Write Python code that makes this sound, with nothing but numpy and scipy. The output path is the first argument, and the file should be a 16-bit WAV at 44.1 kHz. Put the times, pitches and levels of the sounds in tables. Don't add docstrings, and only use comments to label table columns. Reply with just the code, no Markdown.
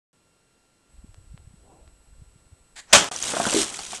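import sys
import numpy as np
from scipy import signal
from scipy.io import wavfile
from scipy.ndimage import uniform_filter1d

SR = 44100
rng = np.random.default_rng(int(sys.argv[2]) if len(sys.argv) > 2 else 0)


def to_wav(s):
    ch = np.atleast_2d(s).T
    pcm = np.round(np.clip(ch, -1, 1) * 32767)
    wavfile.write(sys.argv[1], SR, pcm.astype(np.int16))


N = 176400
T = np.arange(N) / SR

# (frequency [Hz], relative level [dB])
HISS_SPECTRUM = [(200, -2), (450, -5), (700, -9), (2000, -14.5), (8200, -19.5), (11500, -24)]
# (pitch [Hz], level [dB])
WHINE_TONES = [(7311, -80), (7988, -68), (11025, -77)]
# (frequency [Hz], relative level [dB])
WIND_SPECTRUM = [(10, -3), (50, 4.5), (120, -10), (400, -37), (1500, -70)]
# (time [s], level [dB])
WIND_LOUDNESS = [(.89, -65), (.897, -53), (1.55, -53), (1.95, -57.5), (2.15, -50.5), (2.45, -61)]
# (time [s], peak level [dB], pitch [Hz])
WIND_BUMPS = [(1.045, -37.5, 205), (1.043, -39.5, 54), (1.095, -41, 82.5), (1.186, -39, 88),
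              (1.321, -37.5, 56), (1.345, -34, 127), (1.402, -43.5, 70.6), (1.476, -38.5, 99),
              (1.542, -41.5, 164), (1.878, -43, 60.4), (2.222, -38.5, 116), (2.361, -46.5, 129),
              (2.532, -39, 81)]
# (time [s], relative level [dB], treble limit [Hz])
DRY_TICKS = [(1.1445, -28.5, 9000), (1.3772, -24, 4000), (1.8775, -31, 5000), (3.0437, -4, 12000)]
# (frequency [Hz], relative level [dB])
TICK_SPECTRUM = [(60, -20), (600, 6), (10000, -4.5)]
# (time [s], level [dB])
RUSTLE_LOUDNESS = [(2.757, -56), (2.763, -42.5), (2.802, -39.5), (2.812, -52.5), (2.9, -75)]
# (frequency [Hz], relative level [dB])
RUSTLE_SPECTRUM = [(400, -19), (770, -5.5), (1300, -11), (1750, 4), (2600, -8), (4500, -4), (5600, -13),
                   (7500, -1.5), (11800, -26)]
# (frequency [Hz], relative level [dB])
RUSH_SPECTRUM = [(60, -11), (900, 1.5), (1700, 1), (3500, -8.5), (7000, -6.5), (11000, -29)]
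# (time [s], level [dB], energy fade time [s])
CARTON_BURSTS = [(2.9305, -2, 0.0066), (2.94, -11, 0.0032), (2.9467, -8.5, 0.013), (2.954, -9.5, 0.014),
                 (2.96, -24.5, 0.04)]
# (frequency [Hz], relative level [dB])
TEAR_SPECTRUM = [(55, -29.5), (100, -9.5), (270, -13.5), (460, -16.5), (580, -5.5), (880, -9), (1500, -7),
                 (2000, -8.5), (3300, -5), (4200, -11.5), (5400, -8), (8200, -9), (11500, -30.5),
                 (15000, -26)]
# (pitch [Hz], relative level [dB], time to fade by 60 dB [s])
CARTON_TONES = [(393.8, -9.5, 0.3), (573, 9.5, 0.1), (665, 0.5, 0.18), (839, -9, 0.34), (997, 2, 0.18),
                (1150, 7.5, 0.11), (1333, 3, 0.13), (1490, 4.5, 0.12)]
# (time [s], level [dB])
SPRAY_LOUDNESS = [(2.95, -45), (2.99, -62), (3.085, -62), (3.12, -35.5), (3.2, -37), (3.26, -27.5),
                  (3.35, -33), (3.42, -29), (3.5, -28.5), (3.56, -24), (3.63, -24), (3.655, -35.5),
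                  (3.9, -40), (3.94, -31.5), (4, -45)]
# (frequency [Hz], relative level [dB])
SPRAY_SPECTRUM = [(900, -13.5), (2000, -7.5), (3200, -1), (4500, -5), (5700, -1.5), (8300, 0),
                  (10000, -7.5), (11000, -16), (12000, -20)]
# (time [s], level [dB])
SPLASH_LOUDNESS = [(2.95, -27), (2.99, -27), (3.09, -41.5), (3.118, -40.5), (3.19, -47.5), (3.27, -38),
                   (3.445, -34), (3.475, -28.5), (3.51, -36), (3.62, -36), (3.68, -43.5), (3.88, -51)]
# (frequency [Hz], relative level [dB])
SPLASH_SPECTRUM = [(25, -25), (110, -6), (260, 0), (480, -2.5), (680, 0), (950, -1.5), (1500, -1.5),
                   (2100, -14), (4000, -37)]
# (time [s], level change [dB])
LEVEL_DIP = [(3.088, 0), (3.091, -18), (3.101, -20), (3.104, -45), (3.11, -45), (3.113, 0)]
# (time [s], level [dB], pitch [Hz], time to fade by 60 dB [s])
LANDINGS = [(3.113, -28, 740, 0.053), (3.336, -13, 495, 0.015), (3.366, -13, 654, 0.028),
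            (3.399, -12.5, 687, 0.049), (3.467, -16, 215, 0.032), (3.527, -16.5, 590, 0.023),
            (3.789, -25.5, 786, 0.026), (3.931, -26, 718, 0.03)]
# (multiple of its pitch, relative level [dB])
KNOCK_TONES = [(.55, -9), (1, 0.5), (1.6, -6), (2.2, -26)]
# (time [s], level [dB], pitch [Hz], time to fade by 60 dB [s])
LARGE_DROPS = [(3.1622, -13.5, 5900, 0.005), (3.2258, -11, 6630, 0.007), (3.4528, -12.5, 1420, .014),
               (3.468, -20, 3400, 0.012), (3.744, -26, 2210, 0.0086), (3.7898, -22.5, 4450, 0.011)]
# (pitch [Hz], relative level [dB])
LID_TONES = [(288, -2), (327, 1), (389, 0.5)]

NOISE_ON_S = .13
FIRST_CUT_S = CARTON_BURSTS[0][0]
GLIDE_PER_S = 4


def amp(db):
    return 10 ** (np.asarray(db) / 20)


def unit(x):
    return x / np.sqrt(np.mean(x ** 2) + 1e-20)


def level(points):
    return amp(np.interp(T, *np.transpose(points), left=-140))


def add(mix, start_s, sound):
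    part = mix[round(start_s * SR):][:len(sound)]
    part += sound[:len(part)]


def lowpass(x, hz, order=2):
    return signal.sosfilt(signal.butter(order, hz, fs=SR, output="sos"), x)


def colour(x, spectrum):
    hz, db = np.transpose(spectrum)
    log_hz = np.log(abs(np.fft.fftfreq(4096, 1 / SR)) + 1)
    log_gain = np.interp(log_hz, np.log(hz), db) * np.log(10) / 20
    response = np.exp(np.conj(signal.hilbert(log_gain)))
    taps = np.fft.ifft(response).real[:len(log_gain) // 2]
    return signal.fftconvolve(x, taps / np.linalg.norm(taps))[:len(x)]


def clicks(per_s, spread_db):
    size = amp(spread_db * np.minimum(rng.exponential(1, N), 4))
    return unit(size * rng.choice([-1, 1], N) * (rng.random(N) < per_s / SR))


def recorder_noise(louder_s=.897, buzz_hz=1378.1):
    early = T < louder_s
    hiss = amp(-64 - 2 * early) * colour(rng.standard_normal(N), HISS_SPECTRUM)
    buzz = sum(np.sin(2 * np.pi * (k * buzz_hz * T + rng.random())) / np.sqrt(k) for k in range(1, 8))
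    whine = sum(amp(db - 7.5 * early) * np.sin(2 * np.pi * hz * T) for hz, db in WHINE_TONES)
    return (T > NOISE_ON_S) * (hiss + np.sqrt(2) * (amp(-78.5) * buzz + whine))


def wind(lump_db=4.5, bump_cycles=.4):
    lumps = amp(lump_db * unit(lowpass(rng.standard_normal(N), hz=22)))
    out = level(WIND_LOUDNESS) * unit(lumps * colour(rng.standard_normal(N), WIND_SPECTRUM))
    for peak_s, db, hz in WIND_BUMPS:
        cycles = (T - peak_s) * hz
        swell = np.exp(.5 - np.hypot(cycles / bump_cycles, .5))
        out += amp(db) * swell * np.cos(2 * np.pi * (cycles + rng.random()))
    return out * (T > NOISE_ON_S)


def ticks():
    out = np.zeros(N)
    for start_s, db, top_hz in DRY_TICKS:
        add(out, start_s, amp(db) * lowpass(signal.unit_impulse(SR), top_hz, order=4))
    return colour(out, TICK_SPECTRUM)


def sword_lift(fastest_s=1.714, rise_s=.083, fall_s=.15, tip_hz=960):
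    hz, t, noise = signal.stft(rng.standard_normal(N), SR, nperseg=512)
    age = t - fastest_s
    speed = np.exp(-(age / np.where(age < 0, rise_s, fall_s)) ** 2 / 2)
    top_hz = 1 + tip_hz * np.sqrt(speed)
    treble_cut = 1 / np.hypot(1, (hz[:, None] / top_hz) ** 8)
    whoosh = signal.istft(noise * treble_cut * speed ** 2, SR, nperseg=512)[1]
    return amp(-42.5) * whoosh[:N]


def sword_swing(rush_rise_s=.029, whistle_s=.035):
    rustle = level(RUSTLE_LOUDNESS) * colour(rng.standard_normal(N), RUSTLE_SPECTRUM)
    time_left = np.maximum(FIRST_CUT_S - T, 0)
    swell = np.exp(-(time_left / rush_rise_s) ** 2 / 2)
    rush = amp(-46) * swell * colour(rng.standard_normal(N), RUSH_SPECTRUM)
    whistle_hz = np.interp(time_left, [0, whistle_s], [6800, 5750])
    tone = np.exp(2j * np.pi * np.cumsum(whistle_hz) / SR)
    flutter = unit(lowpass(rng.standard_normal((2, N)), hz=130))
    breathy_tone = ((flutter[0] + 1j * flutter[1]) * tone).real
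    whistle = amp(-49) * np.exp(-(time_left / whistle_s) ** 6) * breathy_tone
    return (rustle + rush + whistle) * (time_left > 0)


def carton_cut(bite_s=.0029, tear_rise_s=.00077, ring_rise_s=.017):
    force = amp(-13.5) * (T > FIRST_CUT_S - bite_s) * (T < FIRST_CUT_S)
    for start_s, db, fade_s in CARTON_BURSTS:
        age = np.maximum(T - start_s, 0)
        burst = amp(db) * np.minimum(age / tear_rise_s, 1) * np.exp(-age / fade_s / 2)
        force = np.hypot(force, burst)
    tear = colour(force * clicks(per_s=9000, spread_db=.5), TEAR_SPECTRUM)
    age = np.maximum(T - FIRST_CUT_S, 0)
    ring = sum(amp(db - 60 * age / ring_s) * np.sin(2 * np.pi * (hz * age + rng.random()))
               for hz, db, ring_s in CARTON_TONES)
    return tear + amp(-12.5) * (1 - np.exp(-age / ring_rise_s)) * ring


def spray(fade_s=.00045):
    drops = clicks(per_s=2200, spread_db=3.5)
    fading_energy = signal.lfilter([1], [1, -np.exp(-1 / (fade_s * SR))], drops ** 2)
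    fizz = unit(np.sqrt(fading_energy) * rng.standard_normal(N))
    return colour(level(SPRAY_LOUDNESS) * fizz, SPRAY_SPECTRUM)


def splashes():
    return colour(level(SPLASH_LOUDNESS) * clicks(per_s=2400, spread_db=3), SPLASH_SPECTRUM)


def rising_tone(hz, t):
    return np.sin(2 * np.pi * hz * t * (1 + GLIDE_PER_S * t / 2))


def bubbles(sizes=32, per_s=420, low_hz=1285, high_hz=9170, fade_cycles=6):
    out, t = np.zeros(N), T[:SR // 30]
    for hz in np.geomspace(low_hz, high_hz, sizes):
        age = t * hz / fade_cycles
        ring = np.sqrt(age) * np.exp(-age) * rising_tone(hz, t)
        out += np.sqrt(hz) * signal.oaconvolve(clicks(per_s / sizes, spread_db=2.5), ring)[:N]
    return amp(-9) * level(SPRAY_LOUDNESS) * unit(colour(out, SPRAY_SPECTRUM))


def knocks(rise_s=.0011, slap_s=.0067, bounce_s=.015, bounce_db=-11.5):
    out, t = np.zeros(N), T[:SR // 4]
    onset = np.minimum(t / rise_s, 1)
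    for start_s, db, hz, ring_s in LANDINGS:
        ring = sum(amp(tone_db - 60 * t / ring_s) * np.sin(2 * np.pi * hz * multiple * t)
                   for multiple, tone_db in KNOCK_TONES)
        for delay_s, change_db in [(0, 0), (bounce_s, bounce_db)]:
            slap = amp(-7) * np.exp(-t / slap_s) * colour(rng.standard_normal(len(t)), SPLASH_SPECTRUM)
            add(out, start_s + delay_s, amp(db + change_db) * onset * (ring + slap))
    return out


def large_drops(rise_s=.001, roughness=.4):
    out, t = np.zeros(N), T[:SR // 20]
    for start_s, db, hz, ring_s in LARGE_DROPS:
        loudness = np.minimum(t / rise_s, 1) * amp(db - 60 * np.maximum(t - rise_s, 0) / ring_s)
        wobble = unit(uniform_filter1d(rng.standard_normal(len(t)), size=round(2 * SR / hz)))
        add(out, start_s, loudness * rising_tone(hz, t) * (1 + roughness * wobble))
    return out


def lid_boom(start_s=3.544, end_s=3.638, fade_s=.028, ring_s=.075):
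    out, t = np.zeros(N), T[:SR // 3]
    push = np.exp(-t / fade_s) * (t < end_s - start_s)
    for hz, db in LID_TONES:
        ring = amp(-60 * t / ring_s) * np.sin(2 * np.pi * hz * t)
        boom = signal.fftconvolve(push * rng.standard_normal(len(t)), ring)
        add(out, start_s, amp(db - 17.5) * boom / abs(boom).max())
    return out


def yard_echo(x, delay_s=.01, ring_s=.41):
    t = T[:SR // 2]
    tail = rng.standard_normal(len(t)) * amp(-60 * t / ring_s) * (t > delay_s)
    return x + amp(-17) * signal.fftconvolve(x, tail / np.linalg.norm(tail))[:N]


def scene():
    bass_cut = signal.butter(2, 112, "high", fs=SR, output="sos")
    landings = signal.sosfilt(bass_cut, knocks() + lid_boom())
    sword = sword_lift() + sword_swing() + carton_cut()
    drink = spray() + splashes() + bubbles() + large_drops()
    mono = yard_echo(sword + drink + landings) + wind() + ticks() + recorder_noise()
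    return np.array([mono, mono])


def record(dry):
    clipped = np.clip(dry * level([(0, 0)] + LEVEL_DIP), -1, 1)
    treble_cut = signal.firwin(255, 11950, window=("kaiser", 7), fs=SR)
    return signal.oaconvolve(clipped, treble_cut[None], "same")


dry = scene()
out = record(dry)
to_wav(out)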